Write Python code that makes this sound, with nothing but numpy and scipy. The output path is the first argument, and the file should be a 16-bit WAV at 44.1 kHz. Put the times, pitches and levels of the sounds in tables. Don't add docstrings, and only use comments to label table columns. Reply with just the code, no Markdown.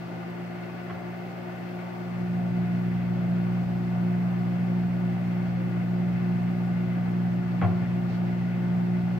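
import sys
import numpy as np
from scipy import signal
from scipy.fft import rfft, irfft, next_fast_len
from scipy.io import wavfile
from scipy.ndimage import uniform_filter1d

SR = 44100
rng = np.random.default_rng(int(sys.argv[2]) if len(sys.argv) > 2 else 0)


def rack_gain(trim_db):
    fader = np.asarray(trim_db, float)
    return 10 ** (fader / 20)


def wrap_up_sound(samples):
    columns = np.atleast_2d(samples).T
    tamed = np.clip(columns, -1, 1)
    steps = np.round(tamed * 32767).astype(np.int16)
    wavfile.write(sys.argv[1], SR, steps)


N = 405279
T = np.arange(N) / SR
M = next_fast_len(N)
HZ = np.arange(M // 2 + 1) * SR / M + 1e-3


def in_time(table):
    s, *columns = np.transpose(table)
    return [np.interp(T, s, c) for c in columns]


def in_pitch(table, hz):
    f, *columns = np.transpose(table)
    return np.array([np.interp(np.log(hz), np.log(f), c) for c in columns])


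def walk(rate_hz):
    hold = int(SR / rate_hz)
    steps = np.repeat(rng.standard_normal(N // hold + 1), hold)
    return 1.3 * uniform_filter1d(uniform_filter1d(steps, hold), hold)[:N]


def swell(middle_s, length_s):
    return np.cos(np.pi * np.clip((T - middle_s) / length_s, -.5, .5)) ** 2


def tones(table, angle):
    out = np.zeros((2, N))
    for multiple, left_db, right_db, lead_rad in table:
        left = rack_gain(left_db) * np.cos(multiple * angle)
        right = rack_gain(right_db) * np.cos(multiple * angle - lead_rad)
        out += np.sqrt(2) * np.array([left, right])
    return out


def transformer():
    mains_hz = 59.974
    # mains_multiple, left_db, right_db, left_lead_rad
    hum = [(1, -56, -66, -1.2), (2, -32, -35, -0.7), (3, -51, -50, -0.4), (4, -42, -45, -0.9),
           (5, -54, -59, 0.2), (6, -50, -55, 0.4), (7, -62, -62, -0.2), (8, -65, -68, 0.7),
           (9, -64, -71, -0.5), (10, -61, -69, 0.7), (12, -60, -57, 0.5), (13, -62, -62, -0.0),
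           (14, -69, -68, -1.1), (16, -75, -65, 3.0), (18, -73, -72, 0.9), (19, -68, -74, 1.1),
           (23, -68, -76, -1.7), (25, -70, -79, -1.7), (27, -73, -73, -1.1), (28, -66, -78, -1.0),
           (30, -63, -77, -2.3), (32, -68, -70, -2.3), (34, -76, -69, -1.8), (35, -76, -69, 2.2),
           (44, -85, -75, -0.4), (48, -77, -85, 2.9), (59, -76, -90, -1.2), (61, -85, -88, -1.4),
           (65, -78, -83, 2.0), (79, -81, -99, 1.3)]
    # pitch_hz, left_db, right_db
    buzz = [(600, -80, -84), (2000, -82, -84), (3500, -89, -92), (5000, -91, -95), (7000, -97, -101),
            (10000, -101, -104), (12500, -99, -103), (13500, -91, -105), (15800, -91, -99)]
    # time_s, distance_change_mm, treble_db
    hand = [(0, -10, -7), (1, -2, 1), (2.8, -0.5, 2.5), (5, 0.5, 1.5), (7, 4, -1.5), (7.6, -1.5, -9.5),
            (9.19, -18, -4)]
    distance_mm, treble_db = in_time(hand)
    turns = mains_hz * (T - distance_mm / 343000)
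    multiples = np.setdiff1d(np.arange(1, 264), np.transpose(hum)[0])
    real, imaginary = rng.standard_normal((2, 2, len(multiples)))
    lines = rack_gain(in_pitch(buzz, multiples * mains_hz)) * (real + 1j * imaginary)
    cycle = np.arange(8193) / 8192
    out = tones(hum, 2 * np.pi * turns)
    for part, gain in ((multiples < 130, 1), (multiples >= 130, rack_gain(treble_db))):
        waves = (lines[:, part] @ np.exp(2j * np.pi * np.outer(multiples[part], cycle))).real
        out += gain * np.array([np.interp(turns % 1, cycle, w) for w in waves])
    return out


def fan():
    # shaft_multiple, left_db, right_db, left_lead_rad
    blades = [(1, -70, -78, -1.2), (3, -46, -49, -.6), (4, -28, -27, -.4), (5, -59, -55, -.1),
              (8, -42.5, -53, -1.6), (12, -61, -65, .4), (16, -58, -60, .7), (20, -60, -65, .9),
              (32, -67, -76, -.3)]
    # time_s, level_db
    draught = [(0, -0.5), (.7, .5), (1.85, 1.5), (2.9, -0.5), (4, -.5), (4.9, .5), (5.4, -1), (6.15, .5),
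               (7.2, 0), (7.8, 0.9), (8.3, -0.9), (8.75, 0.9), (9.19, .8)]
    blade_hz, start_turns = 178.275, -2.245
    shortfall_hz, spin_up_s = 4.98, .561
    spin_up = shortfall_hz * spin_up_s * np.exp(-T / spin_up_s)
    hunting = .08 * np.sin(2 * np.pi * .166 * T + 2.0)
    blade_turns = blade_hz * T + start_turns + spin_up + hunting + 0.0092 * walk(12)
    eddies_db = 0.73 * walk(20)
    gusts_db = 0.47 * walk(5)
    level_db = 0.32 + in_time(draught)[0] + eddies_db + gusts_db
    return tones(blades, 2 * np.pi * blade_turns / 4) * rack_gain(level_db)


def air():
    # pitch_hz, left_db_per_hz, right_db_per_hz
    rush = [(20, -93, -94), (45, -73, -86), (100, -64, -68), (162, -61, -59.5), (249, -67.5, -66),
            (450, -74.5, -78.5), (700, -72.5, -75), (996, -77.5, -76.5), (1310, -80.5, -83.5),
            (2190, -81.5, -83.5), (2990, -89.5, -90), (6000, -103, -106), (9500, -111, -115),
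            (15700, -105, -110)]
    # pitch_hz, width_hz, left_db, right_db
    cabinet = [(69.5, 8.5, -4, -3), (222, 35, -6, -1), (278, 19, -2, 3), (493, 40, -4, -3),
               (310, 48, 5, 3.5), (342, 20, 5, -1.5), (540, 44, 3.5, 2.5), (648, 60, 4.5, 3),
               (713, 40, 4, 4), (774, 30, 5.5, 6.5), (810, 58, -6, 1.5), (901, 50, 4.5, 4),
               (998, 60, -0.5, 3), (1188, 110, 5.5, -4), (1330, 50, -3, 2.5), (1457, 100, 8.5, 1.5),
               (1600, 60, 1.5, -4.5), (1730, 130, 3, 0.5), (2067, 200, 4, 4), (2350, 60, -3, -1),
               (2570, 120, 1.5, 5.5), (2737, 80, 3, 4.5), (3750, 300, -1.5, -3.5), (4325, 210, 5, 0),
               (4700, 350, 3.5, 2), (5130, 200, 4, 2), (6030, 1100, 2.5, 1), (10200, 1300, 1.5, 2),
               (8000, 1100, 2.5, 4), (12100, 1400, 2, 4.5)]
    # pitch_hz, likeness_0_to_1, left_lead_rad
    ports = [(40, 0.8, -1), (180, 1, -0.8), (258, .65, 0), (322, 0.7, -1.5), (447, .7, 0.62),
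             (774, 0.88, 0.5), (826, .5, 1.5), (953, 0.82, 3), (1050, .3, 3.5), (1450, .7, 7),
             (1650, .3, 5), (3000, .35, 5), (6000, 0, 5.5), (16000, 0, 7.5)]
    db = in_pitch(rush, HZ)
    for hz, width_hz, *boost_db in cabinet:
        db = db + np.outer(boost_db, 1 / (1 + (2 * (HZ - hz) / width_hz) ** 4))
    alike, lead_rad = in_pitch(ports, HZ)
    alike = np.clip(alike, 0, 1)
    left, other = rfft(rng.standard_normal((2, M)))
    right = alike * left * np.exp(-1j * lead_rad) + np.sqrt(1 - alike ** 2) * other
    pair = np.array([left, right]) * rack_gain(db) * np.sqrt(SR / 2)
    surge_db = .15 * walk(1.5)
    out = np.zeros((2, N))
    for octave in range(5, 15):
        band = np.clip(1 - abs(np.clip(np.log2(HZ), 5, 14) - octave), 0, 1)
        flicker_db = .6 * walk(6) + .8 * walk(40)
        depth = 1 if octave < 12 else .6
        out += irfft(pair * band, M)[:, :N] * rack_gain(surge_db + flicker_db * depth)
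    return out


def knocks():
    # start_s, peak_db, boom_db, rattle_s, body_db
    blows = [
        (.897, -29.5, -38.5, 0.017, -6),
        (7.614, -19, -28.5, .036, 2),
    ]
    # pitch_hz, level_db, t60_s
    panel = [(250, -8, .05), (380, -9.5, 0.11), (520, -6, 0.032), (613, -4.5, 0.041), (712, -2, 0.046),
             (816, -4.5, 0.039), (1053, -4, 0.035), (1200, -5.5, 0.026), (1380, -2.5, .025),
             (1700, -6, 0.02), (2035, -7.5, 0.034), (2305, -9.5, .025), (2690, -10, 0.016),
             (3250, -11, 0.013), (4240, -20, .012)]
    # after_blow_s, over_rattle_db
    bounces = [
        (0, 32),
        (.01, 33.5),
        (.019, 28),
        (.031, 28.5),
    ]
    boom_hz, boom_rise_s, boom_tail_db, boom_t60_s = 102.9, 0.014, -9.5, .8
    room_db, room_t60_s = -0.5, 0.53
    out = np.zeros((2, N))
    s = T[:SR // 2]

    def fade(t60_s):
        return np.exp(-np.log(1000) * s / t60_s)

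    thump = 0.43 * (s / boom_rise_s) ** 3 * np.exp(-s / boom_rise_s)
    lingering = rack_gain(boom_tail_db) * (1 - np.exp(-s / boom_rise_s)) ** 2 * fade(boom_t60_s)
    boom = np.sin(2 * np.pi * boom_hz * s - np.array([[-1.5], [-2.4]])) * rack_gain([[1.7], [-1.7]])
    boom = (thump + lingering) * boom
    for start_s, peak_db, boom_db, rattle_s, body_db in blows:
        ring = np.zeros(len(s))
        for k, (hz, db, t60_s) in enumerate(panel):
            level = rack_gain(db + body_db * (hz < 900))
            ring += (-1) ** k * level * np.sin(2 * np.pi * hz * s) * fade(t60_s)
        ring = np.convolve(ring, np.hanning(10))[:len(s)]
        shared, left, right = rng.standard_normal((3, len(s)))
        noise = 1.2 * shared + np.array([left, right])
        tail = uniform_filter1d(noise[:, ::-1], size=10) * rack_gain(room_db + 6) * fade(room_t60_s)
        force = noise * (s < rattle_s) * fade(.6) + tail
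        for late_s, db in bounces:
            force[:, int(late_s * SR)] += rack_gain(db) * (late_s < rattle_s)
        heard = signal.fftconvolve(force, ring[None])[:, :len(s)]
        i = int(start_s * SR)
        out[:, i:i + len(s)] += rack_gain(peak_db) * heard / abs(heard).max() + rack_gain(boom_db + 11.5) * boom
    return out


def rustle():
    # middle_s, length_s, level_db
    strokes = [
        (8.133, 0.24, -61),
        (8.28, .2, -67),
    ]
    grains = rng.standard_normal((2, N)) * rack_gain(1.5 * walk(150))
    band = signal.sosfilt(signal.butter(3, [1900, 5000], "band", fs=SR, output="sos"), grains)
    return band * sum(rack_gain(db + 11.5) * swell(middle_s, length_s) for middle_s, length_s, db in strokes)


def pipe():
    # middle_s, length_s, pitch_hz, level_db
    sung = [
        (5.623, 0.45, 528, -51),
        (5.86, .22, 506, -56),
    ]
    notes = np.zeros(N)
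    for middle_s, length_s, hz, db in sung:
        notes += rack_gain(db) * swell(middle_s, length_s) * np.sin(2 * np.pi * hz * T)
    return np.sqrt(2) * notes * rack_gain([[-1.0], [1.0]])


def fridge():
    # pitch_hz, left_db, right_db, left_lead_rad
    compressor = [(59.0, -59, -68, -1.2), (92.6, -63, -68, -1.0)]
    return tones(compressor, 2 * np.pi * T)


def scene():
    return transformer() + fan() + fridge() + pipe() + air() + knocks() + rustle()


def top_cut(x):
    return signal.sosfilt(signal.butter(12, 15900, fs=SR, output="sos"), x)


def record(dry):
    # pitch_hz, share_0_to_1
    wind_share = [(20, 1), (190, 0.97), (240, 0.74), (300, 0.41), (360, 0.11), (470, 0)]
    wind_cut_db, opens_s, release_s = -12.5, 1.95, 0.7
    dry = dry * np.clip((T[-1] - T) / .006, 0, 1) - 6e-4
    spectrum = rfft(dry, M) * (HZ < 15765)
    cut_db = wind_cut_db * np.clip(1 - (T - opens_s) / release_s, 0, 1) ** 2
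    bass = irfft(spectrum * np.clip(in_pitch(wind_share, HZ)[0], 0, 1), M)[:, :N]
    mix = irfft(spectrum, M)[:, :N] - (1 - rack_gain(cut_db)) * bass
    return top_cut(mix)


dry = scene()
out = record(dry)
wrap_up_sound(out)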